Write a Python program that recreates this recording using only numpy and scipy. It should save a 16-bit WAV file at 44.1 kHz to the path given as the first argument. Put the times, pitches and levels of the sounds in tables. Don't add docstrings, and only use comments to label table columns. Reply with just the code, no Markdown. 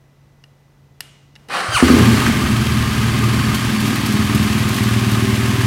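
import sys
import numpy as np
from scipy import signal
from scipy.fft import irfft
from scipy.io import wavfile
from scipy.ndimage import uniform_filter1d

SR = 44100
rng = np.random.default_rng(int(sys.argv[2]) if len(sys.argv) > 2 else 0)


def transcribe(signal):
    frames = np.atleast_2d(signal).T
    limited = np.clip(frames, -1, 1)
    pcm = np.round(limited * 32767).astype(np.int16)
    wavfile.write(sys.argv[1], SR, pcm)


N = 249606
T = np.arange(N) / SR
IDLE_HZ = 19.35

# [t/s, firing rate/Hz]
SPEED_TRACK = [(1.9367, 30.33), (2.0, 29.76), (2.27, 25.4), (2.36, 20.72), (2.6, 19.366)]
# [t/s, place: 0 handlebars, 1 tank, 2 tail]
MICROPHONE_PATH = [(3.45, 0.14), (3.95, 0.83), (4.5, 1.1), (4.75, 1.62), (5.66, 1.88)]

ENGAGE_S, DROP_S = 1.484, 1.825


def amp(db):
    return 10 ** (np.asarray(db) / 20)


def unit(x):
    return x / np.sqrt(np.mean(x ** 2) + 1e-20)


def curve(rows):
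    return np.interp(T, *np.transpose(rows))


def read(points, hz):
    f, value = np.transpose(points)
    return np.interp(np.log(hz + 1), np.log(f + 1), value)


def ring(points, size=16384):
    log_gain = np.log(amp(read(points, np.fft.rfftfreq(size, 1 / SR))))
    mirrored = np.r_[log_gain, log_gain[-2:0:-1]]
    phase = -signal.hilbert(mirrored).imag[:len(log_gain)]
    h = irfft(np.exp(log_gain + 1j * phase))[:size // 2]
    return h / np.linalg.norm(h)


def through(x, h):
    return signal.oaconvolve(x, h)[:N]


def noise():
    return rng.standard_normal(N)


def strikes(rows):
    s, db = np.transpose(rows)
    return np.bincount(np.round(s * SR).astype(int), amp(db), N)[:N]


def burst(decay_s, size=4096):
    return rng.standard_normal(size) * np.exp(-np.arange(size) / SR / decay_s)


def hits(rows, colour, decay_s):
    out = np.zeros(N)
    body = ring(colour, size=4096)
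    for s, db in rows:
        blow = signal.fftconvolve(burst(decay_s), body)
        part = out[round(s * SR):][:len(blow)]
        part += amp(db) * blow[:len(part)] / abs(blow).max()
    return out


def impacts(per_s, spread_db):
    size = amp(spread_db * np.minimum(rng.exponential(1, N), 4)) * rng.choice([-1, 1], N)
    return size * (rng.random(N) < per_s / SR)


def corridor(x, wet_db):
    # [f/Hz, t60/s]
    wall_decay = [(100, 1), (500, 0.88), (2800, 0.82), (6000, 1), (14000, 0.16)]
    hz, t, z = signal.stft(rng.standard_normal(SR), SR, nperseg=256)
    decay = amp(-60 * t / read(wall_decay, hz)[:, None])
    tail = signal.istft(z * decay, SR, nperseg=256)[1]
    tail *= np.minimum(np.arange(len(tail)) / SR / 0.003, 1)
    return x + amp(wet_db) * through(x, tail / np.linalg.norm(tail))


def scatter(x, width_hz, count):
    r = np.exp(-np.pi * width_hz / SR)
    for hz in 60 + 380 * (np.arange(count) + rng.random(count)) / count:
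        poles = np.array([1, -2 * r * np.cos(2 * np.pi * hz / SR), r * r])
        x = signal.lfilter(poles[::-1], poles, x)
    return x


def place():
    return np.clip(curve(MICROPHONE_PATH), 0, 2)


def speed():
    swing_hz, period_s, top_s = 0.257, 1.031, 4.552
    return curve(SPEED_TRACK) + swing_hz * np.cos(2 * np.pi * (T - top_s) / period_s)


def revs():
    return np.log2(speed() / IDLE_HZ)


def crank():
    return np.cumsum(speed() * (T >= SPEED_TRACK[0][0])) / SR


def firings():
    return np.flatnonzero(np.diff(np.floor(crank())) > 0)


def background():
    # [f/Hz, rms level/dB]
    hum_lines = [(96.9, -71), (140.0, -53.5), (1997, -73.5), (4000, -84), (6002, -84), (9997, -87),
                 (13539, -83)]
    # [f/Hz, relative level/dB]
    air_colour = [(15, -26), (30, -4), (141, -1.5), (190, -7.5), (575, -24.5), (796, -42), (1890, -31.5),
                  (2050, -36), (2220, -54), (5880, -51), (11000, -47), (13200, -51), (16000, -58)]
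    hum = 0
    for hz, db in hum_lines:
        hum = hum + amp(db) * np.sqrt(2) * np.sin(2 * np.pi * (hz * T + rng.random()))
    return hum + amp(-56) * through(noise(), ring(air_colour))


def switches():
    # [t/s, direct peak level/dB, low-pass corner f/Hz]
    click_rows = [(0.439, -34, 5060), (1.0063, -11.5, 13900), (1.3544, -34, 5000), (1.361, -30.5, 3200),
                  (1.4862, -32, 9000)]
    # [f/Hz, relative level/dB]
    switch_body = [(300, -19), (1000, -11.5), (1500, -10), (1850, 0), (2450, -16), (2860, 6), (3200, -9.5),
                   (4000, -4.5), (5200, -4.5), (6800, -9), (8700, -12), (12000, -7), (16000, -21)]
    body = ring(switch_body, size=4096)
    clicks = np.zeros(N)
    for s, db, top_hz in click_rows:
        snap = signal.unit_impulse(4096) + amp(-6) * burst(0.0025)
        snap = signal.lfilter(*signal.butter(2, top_hz, fs=SR), np.convolve(snap, body))
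        clicks += through(strikes([(s, db)]), snap / abs(snap).max())

    whirr_colour = [(200, 12), (850, 6), (1500, 0), (3400, -5.5), (4400, -8), (5500, -8), (12000, -19)]
    whirr = through(noise(), ring(whirr_colour))
    whirr *= amp(-54) * curve([(1.36, 0.59), (1.4, 1), (1.5, 0.97), (1.55, 0)])

    wall_colour = [(300, -7), (1000, -6), (2600, -1.5), (2880, 4), (3200, -3), (5500, -10),
                   (12000, -9), (16000, -22)]
    impulses = strikes([row[:2] for row in click_rows])
    spread = through(impulses, ring(wall_colour))
    tail = corridor(spread, 0) - spread

    t = T[:SR]
    spring = amp(-39) * np.exp(-t / 0.093) * np.sin(2 * np.pi * 2865 * t)
    clicks += corridor(through(impulses, spring), -10)
    return clicks + amp(-1.5) * tail + whirr


def hump(centre_s, half_s):
    return np.cos(np.pi / 2 * np.clip((T - centre_s) / half_s, -1, 1)) ** 2


def cranking():
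    # [top t/s, half length/s, added level/dB, added share of whine 0-1]
    compressions = [(1.596, 0.09, 7.5, 0.05), (1.806, 0.07, 13, 0.8)]
    mesh_hz, sag = 1579, 0.57
    strain_lead_s = 0.04
    spin = 1 - np.exp(-np.maximum(T - ENGAGE_S, 0) / 0.022)
    hz, level_db, share = mesh_hz * spin, -23, 0.26
    for top_s, half_s, strain_db, whine in compressions:
        strain = hump(top_s - strain_lead_s, half_s)
        hz = hz * (1 - sag * hump(top_s, half_s))
        level_db = level_db + strain_db * strain
        share = share + whine * strain
    run_out = np.exp(-np.maximum(T - DROP_S, 0) / 0.014)
    return hz, amp(level_db) * spin * run_out, np.clip(share, 0, 1)


def starter():
    # [multiple, relative level/dB]
    overtones = [(1, 2.5), (2, 0), (3, -4.5), (4, -13), (5, -26), (6, -33)]
    # [f/Hz, gain/dB]
    housing = [(400, 5), (800, -9), (1130, 0.5), (1600, -6), (3000, -2.5), (3500, -9), (4600, -3.5),
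               (6500, 0)]
    # [f/Hz, relative level/dB]
    grind_colour = [(88, -66), (150, -8.5), (226, -10.5), (414, -9), (790, -2), (941, -9.5), (1140, 2.5),
                    (1600, -3.5), (1720, -4), (3100, -11), (3490, -18), (3920, -10), (6770, -27),
                    (8900, -24), (16000, -45)]
    # [t/s, peak level/dB]
    puff_rows = [(1.682, -20), (1.738, -18.5)]
    mesh_hz, level, share = cranking()
    jitter = unit(uniform_filter1d(noise(), size=25))
    turns = np.cumsum(mesh_hz * (1 + 0.04 * jitter)) / SR
    whine = 0
    for k, db in overtones:
        whine = whine + amp(db + read(housing, k * mesh_hz)) * np.cos(2 * np.pi * k * turns)
    grind = through(noise(), ring(grind_colour))
    gears = np.sqrt(share) * whine + np.sqrt(1 - share) * grind

    hiss_colour = [(3000, -19), (7500, -11), (9100, -4.5), (10500, -15), (12500, -25), (16000, -24)]
    hiss_db, growth_db_per_s = -28.5, 47.5
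    hiss = through(noise(), ring(hiss_colour))
    hiss *= amp(hiss_db + growth_db_per_s * (np.minimum(T, DROP_S) - ENGAGE_S))

    puff_colour = [(25, -30), (55, -8), (85, 0), (120, -5), (200, -42), (1000, -45), (8000, -75)]
    puffs = hits(puff_rows, puff_colour, 0.013)
    return corridor(level * (amp(-3.5) * gears + hiss), -4) + puffs


def faint_ticks():
    share, level_db, spread_db = 0.3, -29, 2.5
    at = firings()[:-1]
    chance, delay, size = rng.random((len(at), 3)).T
    rows = np.c_[at / SR + delay / IDLE_HZ, level_db + spread_db * (2 * size - 1)]
    return rows[(chance < share) & (at / SR > MICROPHONE_PATH[0][0])].tolist()


def taps():
    # [t/s, peak level before the common gain/dB]
    knock_rows = [(1.6036, -17.5), (1.8031, -11), (1.8827, -12), (2.173, -14), (2.2638, -12)]
    # [t/s, peak level before the common gain/dB]
    tick_rows = [(3.5433, -27), (3.8023, -28), (4.0613, -26), (4.1236, -31), (4.587, -31), (4.8339, -28)]
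    bright = [(1000, -8), (4000, -5.5), (8000, -11.5), (14000, -10.5), (16000, -27)]
    dull = [(400, -12), (900, -12), (1150, 1), (1400, -2), (1650, 1), (3000, -23), (6000, -17.5),
            (16000, -39)]
    ticks = hits(tick_rows + faint_ticks(), bright, 0.013)
    knocks = hits(knock_rows, dull, 0.0053)
    return corridor(amp(11) * ticks + amp(5) * knocks, -5)


def clatter():
    # [f/Hz, relative level/dB]
    case_colour = [(200, -0.5), (450, -8.5), (600, -6.5), (950, -5.5), (1080, 0.5), (1250, -7),
                   (1400, -4.5), (1620, -2), (3000, -4.5), (3700, -8), (4500, -10), (6500, -13.5),
                   (11000, -17), (16000, -25.5)]
    # [f/Hz, relative level/dB, t60/s]
    cover_modes = [(1075.4, 0.5, 0.089), (1194.5, 2, 0.13), (1259, 3, 0.086), (1590, -1, 0.038),
                   (1760, -11, 0.027), (2140, -4.5, 0.044), (2500, -6.5, 0.011), (3140, -4, 0.029),
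                   (4530, -4, 0.03)]
    turns = crank()
    force = amp(3.1 * rng.standard_normal(256))[turns.astype(int)]
    valves = force * np.exp(-((turns % 1 - 0.61) / 0.083) ** 2)
    stroke = np.sqrt(1 + amp(-4) * valves)
    drive = unit(impacts(per_s=2200, spread_db=0)) + noise()
    case = unit(through(drive * stroke, ring(case_colour)))

    t, covers = T[:SR // 6], 0
    for hz, db, t60 in cover_modes:
        mode = amp(-60 * t / t60) * np.sin(2 * np.pi * hz * t)
        covers = covers + amp(db) * unit(through(impacts(per_s=110, spread_db=3) * stroke, mode))
    case = unit(case + amp(-4.5 - 2.5 * place()) * unit(covers))

    treble = signal.sosfiltfilt(signal.butter(2, 5000, "high", fs=SR, output="sos"), case)
    case = case + treble * (amp(-0.5 + 0.1 * place()) - 1)
    running = np.clip((T - 1.79) / 0.068, 0, 1)
    level_db, rev_db, place_db = -23.5, 7.5, 0.02
    return case * running * amp(level_db + rev_db * revs() + place_db * place())


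def catch():
    # [t/s, direct peak level/dB]
    bang_rows = [(1.8255, 3), (1.9015, 2.5), (1.938, -0.5)]
    # [f/Hz, relative level/dB, t60/s]
    modes = [(82, -10, 0.46), (172, -6.5, 0.087), (241, 4, 0.12), (259, -5.5, 0.15),
             (336.2, -11.5, 0.39), (409, -15, 0.17)]
    t = T[:SR // 3]
    bang = sum(amp(db - 60 * t / t60) * np.cos(2 * np.pi * hz * t) for hz, db, t60 in modes)
    bang = signal.sosfilt(signal.butter(2, [70, 480], "band", fs=SR, output="sos"), bang)
    return corridor(through(strikes(bang_rows), bang / abs(bang).max()), -4)


def beat_db():
    level_db, rev_db, place_db = -19, 3.5, 0.98
    rich_db, rich_s = 14.5, 0.046
    rich = np.exp(-np.maximum(T - SPEED_TRACK[0][0], 0) / rich_s)
    return level_db + rev_db * revs() + rich_db * rich + place_db * place()


def idle_colour(orders):
    lines = [(k * IDLE_HZ, db) for k, db in orders]
    return [(7.3, -56)] + lines + [(520, -47.5), (900, -69), (3000, -85)]


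def exhaust():
    # [multiple of idle rate, relative level/dB]
    bars_orders, tank_orders, tail_orders = [(1, -42), (2, -18.5), (3, -15.5), (4, -2.5), (5, -13.5),
                                             (6, 2.5), (7, -8), (8, -3.5), (9, -27.5), (10, -15), (11, -6),
                                             (12, -8), (13, -14), (14, -11), (15, -17), (16, -25),
                                             (17, -29), (18, -16), (19, -23.5), (20, -22.5), (21, -24),
                                             (22, -20)], [(1, -45), (2, -23), (3, -55), (4, -3),
                                                              (5, -1), (6, -1), (7, -4), (8, -2.5),
                                                              (9, -14.5), (10, -3.5), (11, -0.5),
                                                              (12, -6.5), (13, -12.5), (14, -13), (15, -7),
                                                              (16, -15.5), (17, -16.5), (18, -17.5),
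                                                              (19, -11), (20, -17), (21, -14.5),
                                                              (22, -31.5)], [(1, -44), (2, -42), (3, -25),
                                                                               (4, -18), (5, -9), (6, 0),
                                                                               (7, -8.5), (8, -18),
                                                                               (9, -26.5), (10, -14.5),
                                                                               (11, -6.5), (12, -34.5),
                                                                               (13, -11.5), (14, -27),
                                                                               (15, -21.5), (16, -18.5),
                                                                               (17, -24), (18, -28),
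                                                                               (19, -23), (20, -13.5),
                                                                               (21, -35), (22, -22)]
    # [f/Hz, relative level/dB]
    loaded_colour = [(30, -55), (60, -5), (86, 4), (100, -14), (116, 8), (140, -12.5), (175, -1.5),
                     (232, 5.5), (275, -5), (315, -2.5), (350, -7), (410, -8), (500, -22.5), (900, -21.5)]
    # [t/s, share 0-1]
    load_track = [(1.8, 0.9), (2.2, 0.52), (2.4, 0.24), (2.9, 0), (3.2, 0.12)]
    at, load, where = firings(), curve(load_track), place()
    uneven_db = 0.86 * rng.standard_normal(len(at))
    pulses = np.zeros(N)
    pulses[at] = amp(beat_db()[at] + uneven_db) * np.sqrt(SR / speed()[at])

    spill = np.exp(-T[:SR // 4] / 0.049)
    rough = np.interp(where, [0, 2], [0.59, 0.27])
    gas = pulses + rough * through(pulses, spill / np.linalg.norm(spill)) * noise()

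    heard = []
    for k, orders in enumerate([bars_orders, tank_orders, tail_orders]):
        nearness = np.maximum(1 - abs(where - k), 0)
        heard.append(through(gas * np.sqrt(1 - load) * nearness, ring(idle_colour(orders))))
    bars, tank, tail = heard
    loaded = through(gas * np.sqrt(load), ring(loaded_colour + [(3000, -81)]))

    upper = signal.sosfilt(signal.butter(3, 165, "high", fs=SR, output="sos"), tank + 0.4 * tail)
    walls = scatter(upper, width_hz=22, count=11)
    reflected = scatter(bars + loaded, width_hz=13, count=8)
    return reflected + tank + tail + amp(-5) * walls


def scene():
    machine = starter() + taps() + clatter() + catch() + exhaust()
    return (background() + switches() + machine)[None]


def record(dry):
    dry = signal.sosfilt(signal.butter(4, 32, "high", fs=SR, output="sos"), dry)
    held = dry / (1 + dry ** 8) ** (1 / 8)
    band_limit = signal.firwin(511, 15950, window=("kaiser", 9), fs=SR)
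    return signal.oaconvolve(held, band_limit[None], "same")


dry = scene()
out = record(dry)
transcribe(out)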